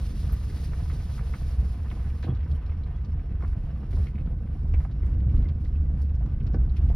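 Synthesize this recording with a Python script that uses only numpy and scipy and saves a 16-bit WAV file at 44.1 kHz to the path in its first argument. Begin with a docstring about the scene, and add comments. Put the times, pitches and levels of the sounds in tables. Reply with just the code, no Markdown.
"""Inside a car rolling slowly along a gravel track.
From the start the wheels shake the cabin into a deep boom over the engine's hum and thin whines; gravel
crunches under the tyres and stones knock through the floor. A soft hiss fades and stops near 2.3 s, as
jolts ring the body. Plastic trim ticks and squeaks; brief rustles follow. A faint, high squeal passes
at 4.2-4.6 s, then the track turns rougher and the boom grows."""
import sys
import numpy as np
from scipy import signal
from scipy.fft import rfft, irfft, next_fast_len
from scipy.io import wavfile
from scipy.ndimage import uniform_filter1d

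SR = 44100
rng = np.random.default_rng(int(sys.argv[2]) if len(sys.argv) > 2 else 0)


def file_out(sig):
    """Save sig as 16-bit WAV at sys.argv[1]."""
    # one column per channel
    cols = np.atleast_2d(sig).T
    # limit, then scale
    lim = np.clip(cols, -1, 1)
    pcm = np.round(lim * 32767).astype(np.int16)
    wavfile.write(sys.argv[1], SR, pcm)


N = 306495

# spectrum of hiss and rustles: freq_hz, density_db
HISS_SPECTRUM = [(700, -10.5), (1500, 1.5), (2400, 1), (3700, 2), (4800, 3), (6000, -1), (8000, -5.5),
                 (10500, -3.5), (13000, -9), (15800, -15)]


def from_db(db):
    """Decibels to gain."""
    return 10 ** (np.asarray(db) / 20)


def unit_rms(x):
    """Scale to rms 1."""
    return x / np.sqrt(np.mean(x ** 2) + 1e-20)


def unit_burst(x):
    """Scale a short stereo sound to unit power over 23 ms."""
    return x / np.sqrt(np.sum(x ** 2) / 2 / (.023 * SR))


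def evened(x, span_s):
    """Flatten swells slower than the span."""
    power = uniform_filter1d(np.mean(x ** 2, axis=0), max(int(span_s * SR), 2))
    return x / np.sqrt(power + 1e-9)


def curves(rows):
    """Interpolate each column after time_s to N samples."""
    time_s, *columns = np.transpose(rows)
    return [np.interp(np.arange(N) / SR, time_s, column) for column in columns]


def at_hz(points, hz):
    """Read a table on a log-frequency axis."""
    freq_hz, values = np.transpose(points)
    return np.interp(np.log(hz + 1), np.log(freq_hz + 1), values)


def bins_hz(size):
    """Frequencies of a real spectrum."""
    return np.arange(size // 2 + 1) * SR / size


def band(hz, width_oct):
    """Band edges around a pitch, at least 0.2 octave apart."""
    ratio = 2 ** (max(width_oct, .2) / 2)
    return [hz / ratio, hz * ratio]


def butter(x, hz, kind, order=2):
    """Causal Butterworth filter."""
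    sos = signal.butter(order, np.clip(hz, 10, .45 * SR), kind, fs=SR, output="sos")
    return signal.sosfilt(sos, x + 1e-18)


def drift(rate_hz):
    """Slow random curve, rms 1."""
    hop = 40
    pole = np.exp(-2 * np.pi * rate_hz * hop / SR)
    noise = rng.standard_normal(N // hop + 2002)
    slow = signal.lfilter([1], [1, -2 * pole, pole * pole], noise)[2000:]
    return np.interp(np.arange(N) / hop, np.arange(len(slow)), unit_rms(slow))


def add(out, start_s, sound):
    """Mix a sound in at a time."""
    i = int(np.clip(start_s * SR, 0, N - 1))
    out[:, i:i + sound.shape[-1]] += sound[..., :N - i]


def grains(per_s, spread_db):
    """Two trains of random clicks of uneven size."""
    sizes = from_db(spread_db * np.minimum(rng.exponential(1, (2, N)), 4))
    signs = rng.choice([-1, 1], (2, N))
    return unit_rms(sizes * signs * (rng.random((2, N)) < per_s / SR))


def contact(crack_t60_s, tail_t60_s, tail_db, width=.4):
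    """A short stereo crack, then dense cabin reflections dying away."""
    t = np.arange(SR // 5) / SR
    decay = from_db(-60 * t / crack_t60_s) + from_db(tail_db - 60 * t / tail_t60_s)
    attack = (1 - np.exp(-t / 0.002)) ** 2
    mid, side = rng.standard_normal((2, len(t))) * decay * attack
    return mid + width * side * np.array([[1], [-1]])


def cabin_field(pair, spectrum):
    """Colour two unrelated signals and mix them to left and right, alike in the bass; rms 1."""
    # left-right likeness: freq_hz, coherence
    likeness = [(125, 1), (250, .99), (500, 0.78), (1000, 0.66), (2000, 0.72), (4000, 0.65), (8000, 1),
                (14000, 0.31)]
    size = next_fast_len(N + SR // 2)
    hz = bins_hz(size)
    rolloff = np.sqrt(1 + (hz / (2 * spectrum[-1][0])) ** 8)
    mid, side = rfft(pair, size) * from_db(at_hz(spectrum, hz)) / rolloff
    coherence = np.clip(at_hz(likeness, hz), 0, 1)
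    stereo = np.sqrt(1 + coherence) * mid + np.sqrt(1 - coherence) * side * [[1], [-1]]
    return unit_rms(irfft(stereo, size)[:, :N])


def boom(lift_db):
    """The sprung body pumps the cabin air, which booms in its lowest modes."""
    # body shake from track roughness: time_s, level_db
    shake = [(0.0, -27.5), (0.11, -28.5), (4.63, -29), (4.69, -24.5), (5.4, -25.5), (5.96, -26),
             (6.05, -27), (6.9, -23)]
    # cabin air modes: freq_hz, density_db
    spectrum = [(22, -13), (32, -1.5), (41, -8.5), (55, 1), (65, 1), (76, -2), (88, -9.5), (105, -19.5),
                (140, -31)]
    shake_db, = curves(shake)
    air = evened(cabin_field(rng.standard_normal((2, N)), spectrum), span_s=0.058)
    return from_db(shake_db + lift_db + 0.26 + 0.57 * drift(5.9)) * air


def bumps():
    """Bumps and crests swell or dip boom and rumble, in dB; the springs' rebound reverses each."""
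    # bumps and crests: time_s, boom_db, rumble_db
    crossings = [(0.334, -1, 4.5), (0.57, -1.5, 2), (0.85, 1, 1.5), (1.641, 3, 3.5), (2.0, 0.5, 1),
                 (2.22, -2, 1), (2.52, 3, 6.5), (3.51, 3.5, -5.5), (3.831, -4, -2), (4.011, 6.5, 6),
                 (4.28, 1.5, 2), (4.76, 4.5, 2), (5.18, 3.5, -2), (5.329, 5.5, 3), (5.421, 7, -2.5),
                 (5.47, 0.5, 6.5), (5.7, -1.5, -4.5), (5.96, 1, 4.5), (6.231, 3, 2), (6.329, -2, 3.5),
                 (6.619, 4, 0.5), (6.78, 0.5, -6.5)]
    half_length_s, rebound_s, rebound_share = 0.073, 0.087, 0.43
    t, lift_db = np.arange(N) / SR, np.zeros((2, N))
    for time_s, boom_db, rumble_db in crossings:
        press = np.exp(-((t - time_s) / half_length_s) ** 2)
        rebound = np.exp(-((t - time_s - rebound_s) / half_length_s) ** 2)
        lift_db += np.outer([boom_db, rumble_db], press - rebound_share * rebound)
    return lift_db


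def thumps():
    """A big stone presses a tyre in and shoves the cabin air: a few heavy, low cycles."""
    # big stones: start_s, peak_db, pitch_hz
    hits = [(0.315, -15, 57.9), (1.576, -17.5, 59.04), (2.286, -19, 114), (2.316, -18.5, 100),
            (3.992, -17.5, 68.2), (4.146, -27.5, 193), (5.26, -18, 111.5), (5.335, -11.5, 64),
            (6.86, -16, 53.1)]
    rise_cycles = 0.93
    out, t = np.zeros((2, N)), np.arange(SR // 4) / SR
    for start_s, peak_db, pitch_hz in hits:
        age = t * pitch_hz / rise_cycles
        envelope = from_db(peak_db) * (age * np.exp(1 - age)) ** 2
        add(out, start_s, envelope * np.sin(2 * np.pi * pitch_hz * t))
    return out


def engine():
    """The first two firing orders of an engine at low speed, wavering a little."""
    # light, changing load: time_s, firing_hz, level_db
    load = [(0, 76.1, -27), (0.6, 78.17, -35.5), (1.1, 77.3, -33), (1.4, 72.46, -31), (1.75, 75.06, -40),
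            (2.15, 72, -41), (2.5, 78.94, -28.5), (3.0, 79.9, -33), (3.5, 79.2, -32.5), (3.8, 78.53, -38.5),
            (4.45, 75, -37), (4.8, 73, -24), (5.3, 71.91, -35.5), (5.85, 73, -22), (6.2, 71.63, -34),
            (6.75, 70.33, -26.5)]
    firing_hz, level_db = curves(load)
    phase = 2 * np.pi * np.cumsum(firing_hz * (1 + 0.0039 * drift(3.5))) / SR
    orders = np.sin(phase) + from_db(-16) * np.sin(2 * phase)
    return from_db(level_db + 2.0 * drift(5.9)) * orders


def tyres(rumble_db, crunch_db):
    """Treads thud over the stones; small gravel grinds in clumps and drums through the floor."""
    # spectra of treads, gravel and floor pan: freq_hz, density_db
    tread_spectrum = [(70, -7.5), (105, 3.5), (135, 4), (175, -4.5), (215, -8.5), (260, -18), (320, -17.5),
                      (390, -29.5), (455, -26.5), (560, -26.5), (700, -34.5), (1200, -57)]
    gravel_spectrum = [(350, 1.5), (560, 0), (720, 4.5), (900, 0.5), (1200, 1), (1450, -4.5), (1650, -3.5),
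                       (1900, -6), (2150, -9), (2400, -9.5), (2800, -10.5), (4000, -21.5), (7000, -35.5)]
    floor_spectrum = [(260, -8), (335, 2.5), (390, -3.5), (455, 4), (540, -17), (900, -29)]
    thuds = evened(cabin_field(grains(per_s=320, spread_db=1.0), tread_spectrum), span_s=0.11)
    grit = grains(per_s=1500 * from_db(2 * drift(30)), spread_db=0.5)
    wash = from_db(-1.5) * rng.standard_normal((2, N))
    clumps = from_db(crunch_db - 0.16 + 2.0 * drift(19))
    crunch = clumps * evened(cabin_field(grit + wash, gravel_spectrum), span_s=0.23)
    drumming = from_db(crunch_db - 2.5) * cabin_field(grains(per_s=300, spread_db=0.5), floor_spectrum)
    rumble = from_db(rumble_db + 0.7 + 2.0 * drift(20)) * thuds
    return rumble + crunch + drumming


def jolts():
    """A wheel drops into a rut, rings the panels and shakes loose parts; soft landings sound duller."""
    # suspension jolts: start_s, level_db, cutoff_hz
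    landings = [(0.927, -34.5, 376), (1.92, -36.5, 516), (1.966, -37.5, 480), (2.24, -30.5, 617.3),
                (2.266, -34.5, 740), (2.278, -31.5, 650), (2.286, -22, 340), (2.319, -32, 280),
                (3.072, -40, 520), (3.432, -35.5, 650), (3.931, -36.5, 496), (3.969, -35, 396),
                (4.551, -33.5, 450), (4.738, -36, 700), (5.028, -36, 526), (5.897, -33, 422.1),
                (6.27, -39.5, 450), (6.462, -35.5, 460), (6.49, -35.5, 416.2), (6.543, -27, 613),
                (6.559, -28.5, 382), (6.896, -34.5, 600)]
    # body panel modes: mode_hz, mode_db, t60_s
    panel_modes = [(107, -2.5, 0.17), (145, 6.5, 0.028), (218, -1.5, 0.06), (258, -2.5, 0.053),
                   (350, -6.5, 0.085), (447, -8, 0.032), (726, -7.5, 0.04)]
    rattle_db, rattle_t60_s, rattle_per_s, rattle_band_hz = -10, 0.093, 670, [300, 1220]
    out, t = np.zeros((2, N)), np.arange(SR // 3) / SR
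    for start_s, level_db, cutoff_hz in landings:
        ring = np.zeros(len(t))
        for k, (mode_hz, mode_db, t60_s) in enumerate(panel_modes):
            envelope = rng.normal(1, .2) * from_db(mode_db - 60 * t / t60_s)
            ring += (-1) ** k * envelope * np.sin(2 * np.pi * mode_hz * rng.normal(1, .05) * t)
        ring = butter(ring, [cutoff_hz / 3, cutoff_hz], "band")
        ring *= from_db(level_db - 0.5) / np.abs(ring).max()
        clicks = rng.standard_normal(len(t)) * (rng.random(len(t)) < rattle_per_s / SR)
        hit = contact(crack_t60_s=.02, tail_t60_s=.05, tail_db=-9, width=.3)
        rattle = signal.oaconvolve(clicks[None], hit, axes=1)[:, :len(t)]
        rattle = unit_rms(butter(rattle, rattle_band_hz, "band"))
        rattle = butter(rattle, cutoff_hz, "low", order=1)
        add(out, start_s, ring + from_db(level_db + rattle_db - 60 * t / rattle_t60_s) * rattle)
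    return out


def stones():
    """Stones snap from under the tyres and may bounce; the floor pan dulls each crack and rings."""
    # stone strikes: start_s, level_db, pitch_hz, width_oct, bounce_gain
    strikes = [(0.29, -59, 1090, 0.75, 0.7), (0.325, -60, 1080, 1.3, 0.3), (0.496, -62, 1870, 0.95, 0.4),
               (0.731, -54, 1080, 1.2, 0.1), (0.853, -59, 1000, 0.79, 0.2), (0.898, -53.5, 1260, 1.7, 0.3),
               (0.996, -59, 1170, 2.5, 0.1), (1.176, -56, 1210, 1.1, 0.2), (1.189, -53.5, 1280, 1.4, 0.34),
               (1.335, -48.5, 1270, 1.24, 0.2), (1.91, -49.5, 1610, 3, 0), (2.046, -62, 1150, 1.4, 0.6),
               (2.227, -47.5, 1116, 6.5, 0.6), (2.238, -58, 1400, 2.7, .7), (2.354, -63, 1050, 0.99, 0.05),
               (2.458, -60, 1190, 0.74, 0), (2.714, -61.5, 880, 2.63, 0.1), (3.404, -60, 990, 1.2, 0),
               (3.421, -52, 1080, 0.7, 0.8), (3.443, -54.5, 1110, 1.2, 0.05), (3.529, -61, 1180, 0.74, 0.3),
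               (3.926, -60, 1300, 2.1, 0.1), (3.968, -59, 760, 1.2, 0.15), (4.065, -54.5, 1910, 1.7, 0.5),
               (4.178, -59.5, 1030, 2.4, 0.06), (4.328, -62, 750, 0.64, 0), (4.65, -58.5, 760, 0.77, 0.3),
               (4.737, -51, 1100, 3.6, 0.2), (4.801, -56.5, 900, 1.3, 0.16), (4.846, -50.5, 870, 0.91, 0),
               (5.031, -62.5, 870, 1.6, 0), (5.654, -63.5, 1400, 1.6, 0), (6.205, -55.5, 734, 0.85, 0.34),
               (6.258, -61, 890, 1, 0.1), (6.541, -52.5, 1140, 0.98, 0.2), (6.898, -52, 596, 1.2, 0.6)]
    bounce_s = 0.014
    out = np.zeros((2, N))
    for start_s, level_db, pitch_hz, width_oct, bounce_gain in strikes:
        for delay_s, gain in ((0, 1), (bounce_s, bounce_gain)):
            hit = contact(crack_t60_s=.024, tail_t60_s=.07, tail_db=-9)
            crack = unit_burst(butter(hit, band(pitch_hz, width_oct), "band"))
            crack += from_db(-17) * unit_burst(butter(hit, [350, 1900], "band"))
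            pan_ring = from_db(-4.5) * butter(crack, band(hz=2150, width_oct=.2), "band")
            clack = butter(crack + pan_ring, 2600, "low", order=4)
            add(out, start_s + delay_s, gain * from_db(level_db + 1.4) * clack)
    return out


def trim_ticks():
    """Plastic panels snap drily against each other, barely ring and touch once more."""
    # trim snaps: start_s, level_db, pitch_hz, width_oct
    snaps = [(1.899, -52.5, 2700, 0.99), (2.225, -52, 3220, 1.3), (2.236, -50, 3030, 1.1),
             (2.252, -54, 3150, 0.52), (2.348, -60.5, 3380, 1.1), (2.512, -57, 3760, 0.79),
             (2.525, -72, 10200, 0.41), (2.661, -58, 2830, 1.5), (2.834, -61, 3850, 0.32),
             (2.962, -66.5, 4380, 0.9), (3.046, -60.5, 4460, 0.81), (3.929, -60, 3243, 1.1),
             (3.952, -61, 4550, 0.85), (4.067, -64, 4200, 0.79), (4.154, -56.5, 2360, 0.42),
             (4.183, -58.5, 2650, 0.57), (4.258, -65.5, 2980, 1.3), (4.737, -51.5, 2140, 0.55),
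             (4.736, -65, 4720, .8), (4.913, -64, 3330, 1.1), (5.026, -58, 2117, 0.27),
             (5.059, -65, 6418, 1.28), (5.291, -61, 2650, 0.71), (5.349, -65.5, 3880, 3.7),
             (5.362, -60, 3000, 0.91), (5.374, -64, 3126, 1.4), (5.485, -56, 2880, 1.2),
             (5.647, -60, 3500, 1.1), (5.755, -59.5, 2460, 0.59), (6.016, -61, 5100, 0.61),
             (6.017, -66, 10000, .6), (6.151, -67, 5360, 0.59), (6.257, -66, 3900, 1.7),
             (6.401, -57, 2330, 0.61), (6.466, -55.5, 3760, 1.1), (6.531, -67, 5660, .4),
             (6.542, -60.5, 4640, 0.51), (6.692, -62, 3820, 0.48), (6.759, -64, 3700, 1.1),
             (6.765, -50.5, 2179, 1.6), (6.767, -65, 5300, 0.28), (6.768, -69, 10300, 0.46),
             (6.816, -71, 5360, 0.51)]
    ring_t60_s = .04
    out, t = np.zeros((2, N)), np.arange(SR // 5) / SR
    for start_s, level_db, pitch_hz, width_oct in snaps:
        for delay_s, touch_db in ((0, 0), (rng.uniform(.005, .014), rng.normal(-8, 2))):
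            hit = contact(crack_t60_s=.017, tail_t60_s=.05, tail_db=-8)
            tick = unit_burst(butter(hit, band(pitch_hz, width_oct), "band"))
            tick += from_db(-17.5) * unit_burst(butter(hit, 3000, "high"))
            modes_hz = rng.uniform(*band(pitch_hz, 0.7 * width_oct), size=(4, 1))
            ring = np.sin(2 * np.pi * (modes_hz * t + rng.random((2, 4, 1)))).sum(axis=1)
            tick += from_db(-9) * unit_burst(ring * from_db(-60 * t / ring_t60_s))
            add(out, start_s + delay_s, from_db(level_db + touch_db - 7) * tick)
    return out


def trim_squeaks():
    """Trim slips for an instant and sings in a narrow band."""
    # trim rubbing: start_s, length_s, pitch_hz, level_db
    slips = [(0.321, 0.01, 13350, -41), (0.326, 0.022, 12900, -47), (2.273, 0.056, 3320, -60),
             (2.543, 0.029, 3030, -65), (2.548, 0.02, 11000, -70), (2.937, 0.041, 3370, -68),
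             (5.449, 0.022, 2080, -58.5)]
    out = np.zeros((2, N))
    for start_s, length_s, pitch_hz, level_db in slips:
        size = int(length_s * SR)
        slip = butter(rng.standard_normal(size), [pitch_hz / 1.025, pitch_hz * 1.025], "band")
        add(out, start_s, from_db(level_db) * unit_rms(slip) * np.hanning(size))
    return out


def hiss():
    """A bright, fluttering rush fades ever faster, then stops, leaving faint air."""
    start_db, fade_db_per_s2, end_s, stop_db_per_s, air_db = -57.3, 1.9, 2.254, 153, -79
    t = np.arange(N) / SR
    fading_db = start_db - fade_db_per_s2 * t ** 2 - stop_db_per_s * np.maximum(t - end_s, 0)
    gain = np.hypot(from_db(fading_db + 1.8 * drift(15)), from_db(air_db + 0.88 * drift(6.9)))
    return gain * cabin_field(rng.standard_normal((2, N)), HISS_SPECTRUM)


def pebbles(crunch_db, per_s):
    """Small pebbles click one by one under the treads, each at its own pitch."""
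    out = np.zeros((2, N))
    for when, pitch, size in rng.random((int(per_s * N / SR), 3)):
        hit = contact(crack_t60_s=.016, tail_t60_s=.05, tail_db=-11)
        clack = unit_burst(butter(hit, band(hz=700 * 4 ** pitch, width_oct=1.1), "band"))
        add(out, when * N / SR, from_db(-11.5 + 11 * size - 7 * pitch) * clack)
    return from_db(crunch_db) * out


def grit_spray(crunch_db, per_s):
    """Fine grit ticks against the wheel arches in clumps, smeared by the cabin."""
    # grit on the arches: freq_hz, density_db
    spectrum = [(900, -8.5), (1500, -2.5), (2300, 7), (3200, -3.5), (4500, -5.5), (5600, 0), (7500, -23.5),
                (11000, -15.5), (15000, -23)]
    clicks = grains(per_s=per_s * from_db(4.5 * drift(14)), spread_db=2.5)
    smear = contact(crack_t60_s=0.021, tail_t60_s=0.069, tail_db=-4.5, width=1.0)
    ticks = signal.oaconvolve(clicks, smear, axes=1)[:, :N]
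    return from_db(crunch_db - 17) * cabin_field(ticks, spectrum)


def rustles():
    """Dense, fine clicks swell quickly, sag a little and stop."""
    # bright rustles: start_s, length_s, level_db
    bursts = [(2.496, 0.054, -69), (3.415, 0.096, -70), (3.584, 0.37, -75), (3.921, 0.17, -64),
              (4.537, 0.16, -75), (4.787, 0.065, -70.5), (5.048, 0.071, -74.5), (5.336, 0.068, -75),
              (5.614, .06, -72.5), (5.99, .04, -71.5), (6.834, 0.083, -70.5)]
    attack_s, release_s, sag_db_per_s = 0.027, 0.039, 9
    t, envelope = np.arange(N) / SR, np.zeros(N)
    for start_s, length_s, level_db in bursts:
        age_s = t - start_s
        gate = np.clip(1 + np.minimum(age_s / attack_s, (length_s - age_s) / release_s), 0, 1)
        envelope += gate * from_db(level_db - sag_db_per_s * np.maximum(age_s, 0))
    flutter = from_db(2.0 * drift(35))
    return envelope * flutter * cabin_field(grains(per_s=1800, spread_db=-0.5), HISS_SPECTRUM)


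def whines():
    """Thin, nearly steady tones, as of a small electric motor."""
    # cabin whines: pitch_hz, level_db
    tones = [(1516, -72.5), (2123, -85.5), (3757, -87)]
    out = np.zeros(N)
    for pitch_hz, level_db in tones:
        phase = 2 * np.pi * np.cumsum(pitch_hz * (1 + .002 * drift(12))) / SR
        out += from_db(level_db + 0.99 * drift(0.95)) * np.sin(phase)
    return out


def squeal():
    """Two spots rub and sing very high, in faint, broken scraps of wandering pitch."""
    # rubbing contour: time_s, base_hz, level_db
    contour = [(4.15, 9840, -120), (4.18, 9950, -81), (4.24, 11600, -80), (4.37, 11100, -78),
               (4.43, 12150, -79), (4.5, 10400, -81.5), (4.58, 11160, -87.5), (4.7, 11010, -120)]
    base_hz, level_db = curves(contour)
    out = np.zeros(N)
    for ratio, spot_db in ((1.01, -4), (.93, -8)):
        phase = 2 * np.pi * np.cumsum(base_hz * ratio * (1 + .025 * drift(120))) / SR
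        scraps = np.clip(.5 + drift(35), 0, 1)
        rough_tone = drift(170) * np.sin(phase) + drift(170) * np.cos(phase)
        out += scraps * from_db(level_db + spot_db) * rough_tone
    return out


def cabin_echoes(x):
    """Hard surfaces close by add early echoes that ripple the spectrum above the bass."""
    # windscreen, dashboard and roof echoes: delay_s, gain
    echoes = [(.0013, -0.022), (.0037, -0.17), (.0061, 0.051), (.0097, -0.16), (0.013, 0.045)]
    out, bright = x.copy(), butter(x, 390, "high")
    for delay_s, gain in echoes:
        add(out, delay_s, gain * bright)
    return out


def scene():
    """Road, engine and trim, heard from the front seat."""
    # tyres rolling: time_s, rumble_db, crunch_db
    rolling = [(0.0, -36.5, -55.5), (2.52, -41.5, -56.5), (2.98, -40.5, -58.5), (4.07, -37, -58.5),
               (4.32, -37.5, -62.5), (5.27, -35, -58.5), (5.86, -38.5, -61.5), (6.51, -35, -60.5),
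               (6.9, -35, -57.5)]
    rumble_db, crunch_db = curves(rolling)
    boom_lift_db, rumble_lift_db = bumps()
    bumpy_crunch_db = crunch_db + 0.12 * rumble_lift_db
    road = boom(boom_lift_db) + tyres(rumble_db + rumble_lift_db, bumpy_crunch_db)
    road += grit_spray(bumpy_crunch_db, per_s=79) + stones() + jolts() + thumps()
    machinery = engine() + whines()
    inside = trim_ticks() + trim_squeaks() + hiss() + rustles()
    return squeal() + machinery + cabin_echoes(road + inside + pebbles(crunch_db, per_s=17))


def record(dry):
    """Two spaced microphone ports differ in level and phase; the deepest bass and the top are cut."""
    # port balance: freq_hz, left_minus_right_db
    balance = [(60, -.5), (130, -0.9), (380, -4), (700, -4), (1290, .5), (2400, -1), (8000, 0)]
    # port phase: freq_hz, left_lead_rad
    lead = [(100, 0), (700, .1), (2150, .3), (3000, .9), (3800, .6), (5100, .6), (6200, 1.7), (7400, 3.1),
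            (10300, 6.3), (13600, 9.4), (16000, 12.4)]
    low_cut_hz, high_cut_hz = 20.24, 15800
    size = next_fast_len(N + SR // 2)
    hz, sides = bins_hz(size), np.array([[.5], [-.5]])
    ports = from_db(sides * at_hz(balance, hz)) * np.exp(1j * sides * at_hz(lead, hz))
    heard = irfft(rfft(dry, size) * ports, size)[:, :N]
    heard = butter(heard, low_cut_hz, "high", order=6)
    return signal.sosfilt(signal.ellip(10, .1, 80, high_cut_hz, fs=SR, output="sos"), heard)


dry = scene()
out = record(dry)
file_out(out)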